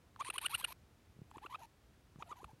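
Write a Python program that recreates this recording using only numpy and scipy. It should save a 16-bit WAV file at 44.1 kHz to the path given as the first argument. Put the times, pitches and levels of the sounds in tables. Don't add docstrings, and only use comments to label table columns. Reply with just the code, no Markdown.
import sys
import numpy as np
from scipy import signal
from scipy.fft import rfft, irfft, next_fast_len
from scipy.io import wavfile
from scipy.ndimage import map_coordinates

SR = 44100
rng = np.random.default_rng(int(sys.argv[2]) if len(sys.argv) > 2 else 0)


def wav_out(sig):
    wavfile.write(sys.argv[1], SR, np.round(np.clip(np.atleast_2d(sig).T, -1, 1) * 32767).astype(np.int16))


def to_linear_factor(level_db):
    exponent = np.asarray(level_db, float) / 20
    return 10 ** exponent


N = 114660


def unit(x):
    return x / np.sqrt(np.mean(x ** 2) + 1e-20)


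def wobble(n, rate):
    knots = rng.standard_normal(200 + int(n > SR) * 4000)
    return map_coordinates(knots, [np.arange(n) * rate / SR], mode="wrap")


def filtered(x, response):
    m = next_fast_len(N + SR // 16)
    return irfft(rfft(x, m) * response(np.fft.rfftfreq(m, 1 / SR)), m)[..., :N]


def resonate(x, peaks):
    def cavity(f, center_hz, width_hz):
        loss = 1j * f * 2 * width_hz
        return (loss / (center_hz * center_hz - f * f + loss)) ** 3

    return filtered(x, lambda f: sum(to_linear_factor(db) * cavity(f, c, w) for c, w, db in peaks))


def add(track, s, x):
    track[round(s * SR):][:len(x)] += x


def folds(hz):
    phase = 2 * np.pi * np.cumsum(hz) / SR
    k = np.arange(2, 40)[:, None]
    pulses = np.sum(np.cos(k * phase) * (k * hz < 16000), axis=0) * np.sqrt(2 * hz / 1000)
    second = to_linear_factor(-3) * np.cos(2 * phase) / (1 + (hz / 690) ** 10)
    tone = np.sqrt(2) * (np.cos(phase - 1) + second)
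    gate = (1 + np.cos(phase)) ** 2 / 2
    return tone, pulses, gate


# time_s, coo_overtones_db, treble_db
MOUTH = [(.19, -14, -16), (.26, -6, 9.5), (.35, -2, 5), (.44, 1, 7), (.61, -4, 7.5), (.626, 0.5, -13),
         (.642, 0, 5.5), (.72, -10, 10), (1.3, -15.5, -4), (1.52, -9, -12.5), (1.66, -16.5, -20),
         (2.2, -16, -20), (2.3, -10.5, -17), (2.42, -16.5, 3.5), (2.55, -22, -4)]


def mouth_gain(column):
    rows = np.transpose(MOUTH)
    return to_linear_factor(np.interp(np.arange(N) / SR, rows[0], rows[column]))


# start_s, length_s, first_hz, last_hz, level_db
COOS = [(0.188, .022, 844, 1083, -39.5), (0.244, 0.044, 932, 1122, -47), (0.332, 0.033, 907, 1129, -45.5),
        (0.408, 0.044, 856, 1240, -44.5), (0.491, 0.049, 781, 1194, -45.5), (0.575, 0.026, 1027, 766, -59),
        (0.596, 0.021, 926, 1143, -51), (0.615, 0.036, 1593, 1533, -61.5), (0.677, 0.0191, 985, 890, -55),
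        (0.694, 0.032, 939, 1102, -53), (1.335, 0.028, 766, 974, -51), (1.412, 0.024, 760, 862, -52.5),
        (1.434, 0.013, 994, 1010, -48), (1.44, 0.029, 1163, 1210, -54), (1.49, 0.012, 750, 966, -55),
        (1.501, 0.044, 947, 1084, -47), (1.537, 0.0077, 1197, 1156, -46.5), (1.579, 0.028, 812, 800, -64),
        (1.597, 0.021, 605, 686, -58.5), (1.612, 0.043, 1012, 890, -57.5), (2.193, 0.023, 736, 1070, -50),
        (2.256, 0.028, 718, 628, -67), (2.271, 0.017, 637, 705, -60.5), (2.287, 0.025, 900, 1031, -49),
        (2.31, 0.018, 1132, 1182, -44), (2.331, 0.015, 1137, 1080, -65), (2.351, 0.017, 752, 1005, -56.5),
        (2.363, 0.027, 1010, 940, -59.5), (2.381, 0.043, 629, 1120, -55), (2.477, 0.025, 927, 736, -60),
        (2.5, 0.017, 845, 947, -60)]
# pitch_hz, width_hz, level_db
COO_THROAT = [(1920, 1060, -6), (3040, 400, -3.5), (4040, 290, -11), (6600, 5900, -22.5)]
# pitch_hz, width_hz, level_db
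COO_TEETH = [(9600, 360, -12), (11300, 680, -15)]


def coos():
    edge_s, bend, jitter = .004, 1.5, 0.0443
    swell_range_db, shimmer_db, rasp = 15.5, 2, .5
    tone, pulses = np.zeros((2, N))
    t = np.arange(int(.07 * SR)) / SR
    n = len(t)
    for start, length, first_hz, last_hz, db in COOS:
        u = np.clip(t / length, 0, 1)
        hz = first_hz + (last_hz - first_hz) * u ** bend
        base, overtones, gate = folds(hz * (1 + jitter * wobble(n, 375.0)))
        swell_db = swell_range_db * (u - 1) * np.clip((last_hz / first_hz - 1) * 5, 0, 1)
        fade_in = np.clip(t / (2 * edge_s), 0, 1)
        fade_out = np.clip((length - t) / edge_s + .5, 0, 1)
        shape = to_linear_factor(db + swell_db + shimmer_db * wobble(n, 206.5)) * fade_in * fade_out
        add(tone, start, shape * base)
        breathy = overtones + rasp * gate * rng.standard_normal(n)
        add(pulses, start, shape * breathy * to_linear_factor(2.4 * wobble(n, 283)))
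    pulses = pulses * mouth_gain(1)
    return tone + resonate(pulses, COO_THROAT) + resonate(0.17 * pulses * mouth_gain(2), COO_TEETH)


# peak_s, rise_s, top_hz, level_db, overtones_db
CHIRPS = [(0.22, .01, 1233, -41, -14), (.303, 0.0033, 1348, -42, -1), (0.383, .003, 1520, -43, 3.5),
          (0.463, .014, 1508, -42, 6), (0.55, .015, 1470, -41.5, 5), (0.647, 0.0062, 1473, -41.5, 5),
          (1.383, .002, 1172, -49.5, -12.5), (1.465, 0.0041, 1383, -48, -9), (1.555, .01, 1318, -44, -11),
          (2.227, 0.00354, 1248, -43.5, -14), (2.329, .004, 1160, -48.5, -15.5),
          (2.445, 0.0022, 1263, -45.5, -15.5)]
# pitch_hz, width_hz, level_db
CHIRP_THROAT = [(1980, 580, 1.5), (2586, 698, 7), (4270, 260, -18), (5290, 520, -24)]
# pitch_hz, width_hz, level_db
CHIRP_TEETH = [(9220, 890, -5.5), (10030, 800, -17.5), (11500, 1030, -16.5)]


def chirps():
    glide_hz_per_s, swell_db_per_s, jitter, rasp = 16000, 817, 0.005, .45
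    collapse_s, creak_hz, shut_s = .004, 420, 0.011
    tone_t60_s, creak_t60_s = 0.023, 0.023
    tone, pulses = np.zeros((2, N))
    for peak, rise, top_hz, db, over_db in CHIRPS:
        t = np.arange(int(.05 * SR)) / SR - rise
        before, after = np.minimum(t, 0), np.maximum(t, 0)
        squeeze = 2.5 + over_db / 8.5
        climb_hz = top_hz + glide_hz_per_s * np.clip(squeeze + 0.089, 0, 1) * before
        hz = creak_hz + (climb_hz - creak_hz) * np.exp(-(after / collapse_s) ** 1.22)
        unsteady = (jitter + 14.0 * after) * np.tanh(wobble(len(t), 390))
        base, overtones, gate = folds(hz * (1 + unsteady))
        closing = np.exp(-(after / (shut_s * np.clip(squeeze / 1.12, .45, 1))) ** 3)
        shape = np.clip((t + rise) / 0.00041, 0, 1) * to_linear_factor(db) * closing
        swell_db = swell_db_per_s * before
        tone_db = 0.45 * (squeeze - 2.1) * swell_db - 60 * after / tone_t60_s
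        add(tone, peak - rise, base * shape * to_linear_factor(tone_db))
        noise = rasp * gate * rng.standard_normal(len(t)) * (1 + after / 0.0042)
        pulse_db = over_db + (squeeze - 0.77) * swell_db - 60 * after / creak_t60_s
        add(pulses, peak - rise, (overtones + noise) * shape * to_linear_factor(pulse_db))
    return tone + resonate(pulses, CHIRP_THROAT) + resonate(pulses * mouth_gain(2), CHIRP_TEETH)


# start_s, length_s, level_db, back_cavity_db, front_cavity_db
BREATHS = [(.191, 0.019, -56, 1, -13), (0.215, 0.035, -59.5, -27, -16), (0.243, 0.049, -49.5, -13, -2),
           (0.331, 0.039, -46.5, -21, -7), (0.41, 0.041, -46, -22, -2.5), (0.492, 0.07, -49.5, -15, -0.5),
           (0.576, 0.036, -49, -12, 3.5), (0.611, 0.025, -62, -14, 1.5), (0.672, 0.055, -57, -5.5, 5),
           (1.302, 0.013, -69.5, 3, -5), (1.335, 0.02, -70.5, -13, -8), (1.364, .011, -72, 4.5, -1),
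           (1.415, 0.024, -68, -14, -6), (1.444, .021, -70, 0, 0), (1.495, 0.063, -65, -5.5, -5.5),
           (1.585, 0.072, -69.5, -1.5, -2.5), (2.186, 0.035, -72, 5.5, -7), (2.258, 0.032, -71, -11, -7),
           (2.284, 0.034, -69.5, 6, -5), (2.36, 0.043, -75, 2, 1.5), (2.407, 0.045, -75, 2.5, 2),
           (2.475, 0.04, -74, -2.5, -6)]
# back_hz, middle_hz, front_hz, throat_db
SHAPES = [(6630, 9200, 12000, 0.5), (6600, 9300, 12000, 0), (6400, 9070, 9660, -1.5),
          (6450, 9400, 10900, -7), (6540, 8940, 11000, -1.5), (6100, 9300, 11400, 1),
          (5770, 8500, 11500, 0), (6500, 9000, 11800, 2), (5900, 8730, 11600, 4.5), (7460, 9800, 12000, -6),
          (6900, 9900, 12300, 4), (7100, 9100, 11400, 7), (7050, 10300, 12500, 5), (6800, 10600, 12200, -9),
          (6400, 10800, 12300, 1.5), (6300, 10000, 11900, 4), (6440, 9500, 11300, 4),
          (7500, 10300, 12300, 1.5), (6600, 9700, 11500, 1.5), (6300, 10000, 11900, 6),
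          (6740, 9400, 11200, 3), (6400, 10000, 12000, 1)]
# pitch_hz, width_hz, level_db
AIR_THROAT = [(1390, 1100, -6), (2433, 480, 1), (4040, 440, -1.5)]


def breaths():
    swell_s, edge_s, flutter_depth_db, grain_db = .007, .0022, 2.2, 2.5
    out, t = np.zeros(N), np.arange(int(.1 * SR)) / SR
    n = len(t)
    for breath, mouth_shape in zip(BREATHS, SHAPES):
        start, length, db, back_db, front_db = breath
        back_hz, middle_hz, front_hz, throat_db = mouth_shape
        air = np.zeros(N)
        shape = np.clip(t / swell_s, 0, 1) * np.clip((length - t) / edge_s + 1, 0, 1)
        flutter_db = flutter_depth_db * wobble(n, 118) + grain_db * wobble(n, 900)
        add(air, start, 1.875 * to_linear_factor(db + flutter_db) * shape * rng.standard_normal(n))
        cavities = [(back_hz, 1000, back_db), (middle_hz, 450, 0), (front_hz, 1100, front_db)]
        throat = [(c, w, level + throat_db) for c, w, level in AIR_THROAT]
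        out = out + resonate(air, cavities + throat)
    return out


# time_s, peak_db
CLICKS = [(0.16, -54), (0.2274, -42), (0.2481, -38), (0.3268, -47), (0.3314, -47), (0.3904, -35),
          (0.4026, -50), (0.408, -46), (0.478, -47), (0.4836, -40), (0.4955, -46), (0.5702, -52),
          (0.5749, -45), (0.664, -48), (0.67, -52), (0.6714, -55), (0.674, -43), (1.3139, -55.5),
          (1.381, -59), (2.1594, -68), (2.2243, -43), (2.4425, -49.5)]
# pitch_hz, width_hz, level_db
CLICK_MOUTH = [(1870, 1000, 4.5), (3030, 490, 5), (4250, 320, 0), (9100, 800, -5.5), (11800, 1300, -13)]


def clicks():
    t60_s = .007
    out, t = np.zeros(N), np.arange(int(.1 * SR)) / SR
    for s, db in CLICKS:
        add(out, s, to_linear_factor(db - 60 * t / t60_s) * rng.standard_normal(len(t)))
    return resonate(out, CLICK_MOUTH)


def taps(rows, t60, sag):
    out, t = np.zeros(N), np.arange(int(.05 * SR)) / SR
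    for s, db, hz in rows:
        life, turns = t60(hz), 2 * np.pi * hz * t
        envelope = to_linear_factor(-60 * t / life) * (1 - np.exp(-8.0 * t / life))
        ring = envelope * 2 * np.sin(turns * (1 + sag * np.exp(-t * hz)))
        snap = 2.2 * np.exp(-turns / 2.13) * np.sin(2.46 * turns)
        add(out, s, to_linear_factor(db + 11.5) * (ring + 0.2 * snap))
    return out


# time_s, peak_db, pitch_hz
TICKS = [
    (0.162, -51, 1130),
    (1.314, -52.5, 990),
    (2.159, -61.5, 1210),
]


def ticks():
    return taps(TICKS, lambda hz: .0065, 0.58)


# time_s, peak_db, pitch_hz
GULPS = [(.290, -52, 386), (.372, -61, 420), (.445, -61, 327), (.634, -58.5, 516), (.705, -59.5, 690),
         (1.369, -52, 333), (1.450, -53, 380), (2.221, -56, 403), (2.314, -57, 400), (2.431, -55, 400)]


def gulps():
    return taps(GULPS, lambda hz: 0.014, 0.27)


# time_s, peak_db, pitch_hz
KNOCKS = [(.548, -60, 79), (1.166, -63, 140), (1.190, -54.5, 136), (1.217, -49.5, 124), (2.159, -55, 133),
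          (2.187, -54, 138), (2.447, -57, 59.4), (2.533, -57, 106)]


def knocks():
    return taps(KNOCKS, lambda hz: 3.55 / hz, 0.67)


# pitch_hz, level_db (per Hz)
ROOM = [(21, -41), (33, -9.5), (48, 0), (81, -0.5), (114, -3), (140, -7), (300, -11), (600, -20),
        (2000, -26.5), (15900, -41.5)]


def room():
    level_db, swing_db, low_cut_hz = -66, 1, 34.6
    f, db = np.transpose(ROOM)

    def colour(hz):
        curve = to_linear_factor(np.interp(np.log(hz + 1), np.log(f + 1), db))
        return curve * hz ** 3 / (hz ** 3 + low_cut_hz ** 3)

    def low(hz):
        return 1 / (1 + (hz / 250) ** 4)

    lumps = rng.standard_normal(N) * to_linear_factor(swing_db * wobble(N, 7.3))
    rumble = filtered(lumps, lambda hz: colour(hz) * low(hz))
    hiss = filtered(rng.standard_normal(N), lambda hz: colour(hz) * (1 - low(hz)))
    return to_linear_factor(level_db) * unit(rumble + hiss)


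def scene():
    top_hz, echo_db, echo_t60_s = 15000, -27, .07
    animal = coos() + chirps() + breaths() + clicks() + ticks() + gulps()
    animal = filtered(animal, lambda hz: 1 / (1 + (hz / top_hz) ** 12))
    t = np.arange(SR // 8) / SR
    tail = rng.standard_normal(len(t)) * to_linear_factor(-60 * t / echo_t60_s) * (t > .003)
    echo = signal.fftconvolve(animal, tail / np.linalg.norm(tail))[:N]
    return (animal + to_linear_factor(echo_db) * echo + knocks() + room())[None]


def low_pass(x):
    return signal.sosfilt(signal.butter(12, 16020, fs=SR, output="sos"), x)


def record(dry):
    mix = filtered(dry, lambda hz: hz < 15980)
    return low_pass(mix)


dry = scene()
out = record(dry)
wav_out(out)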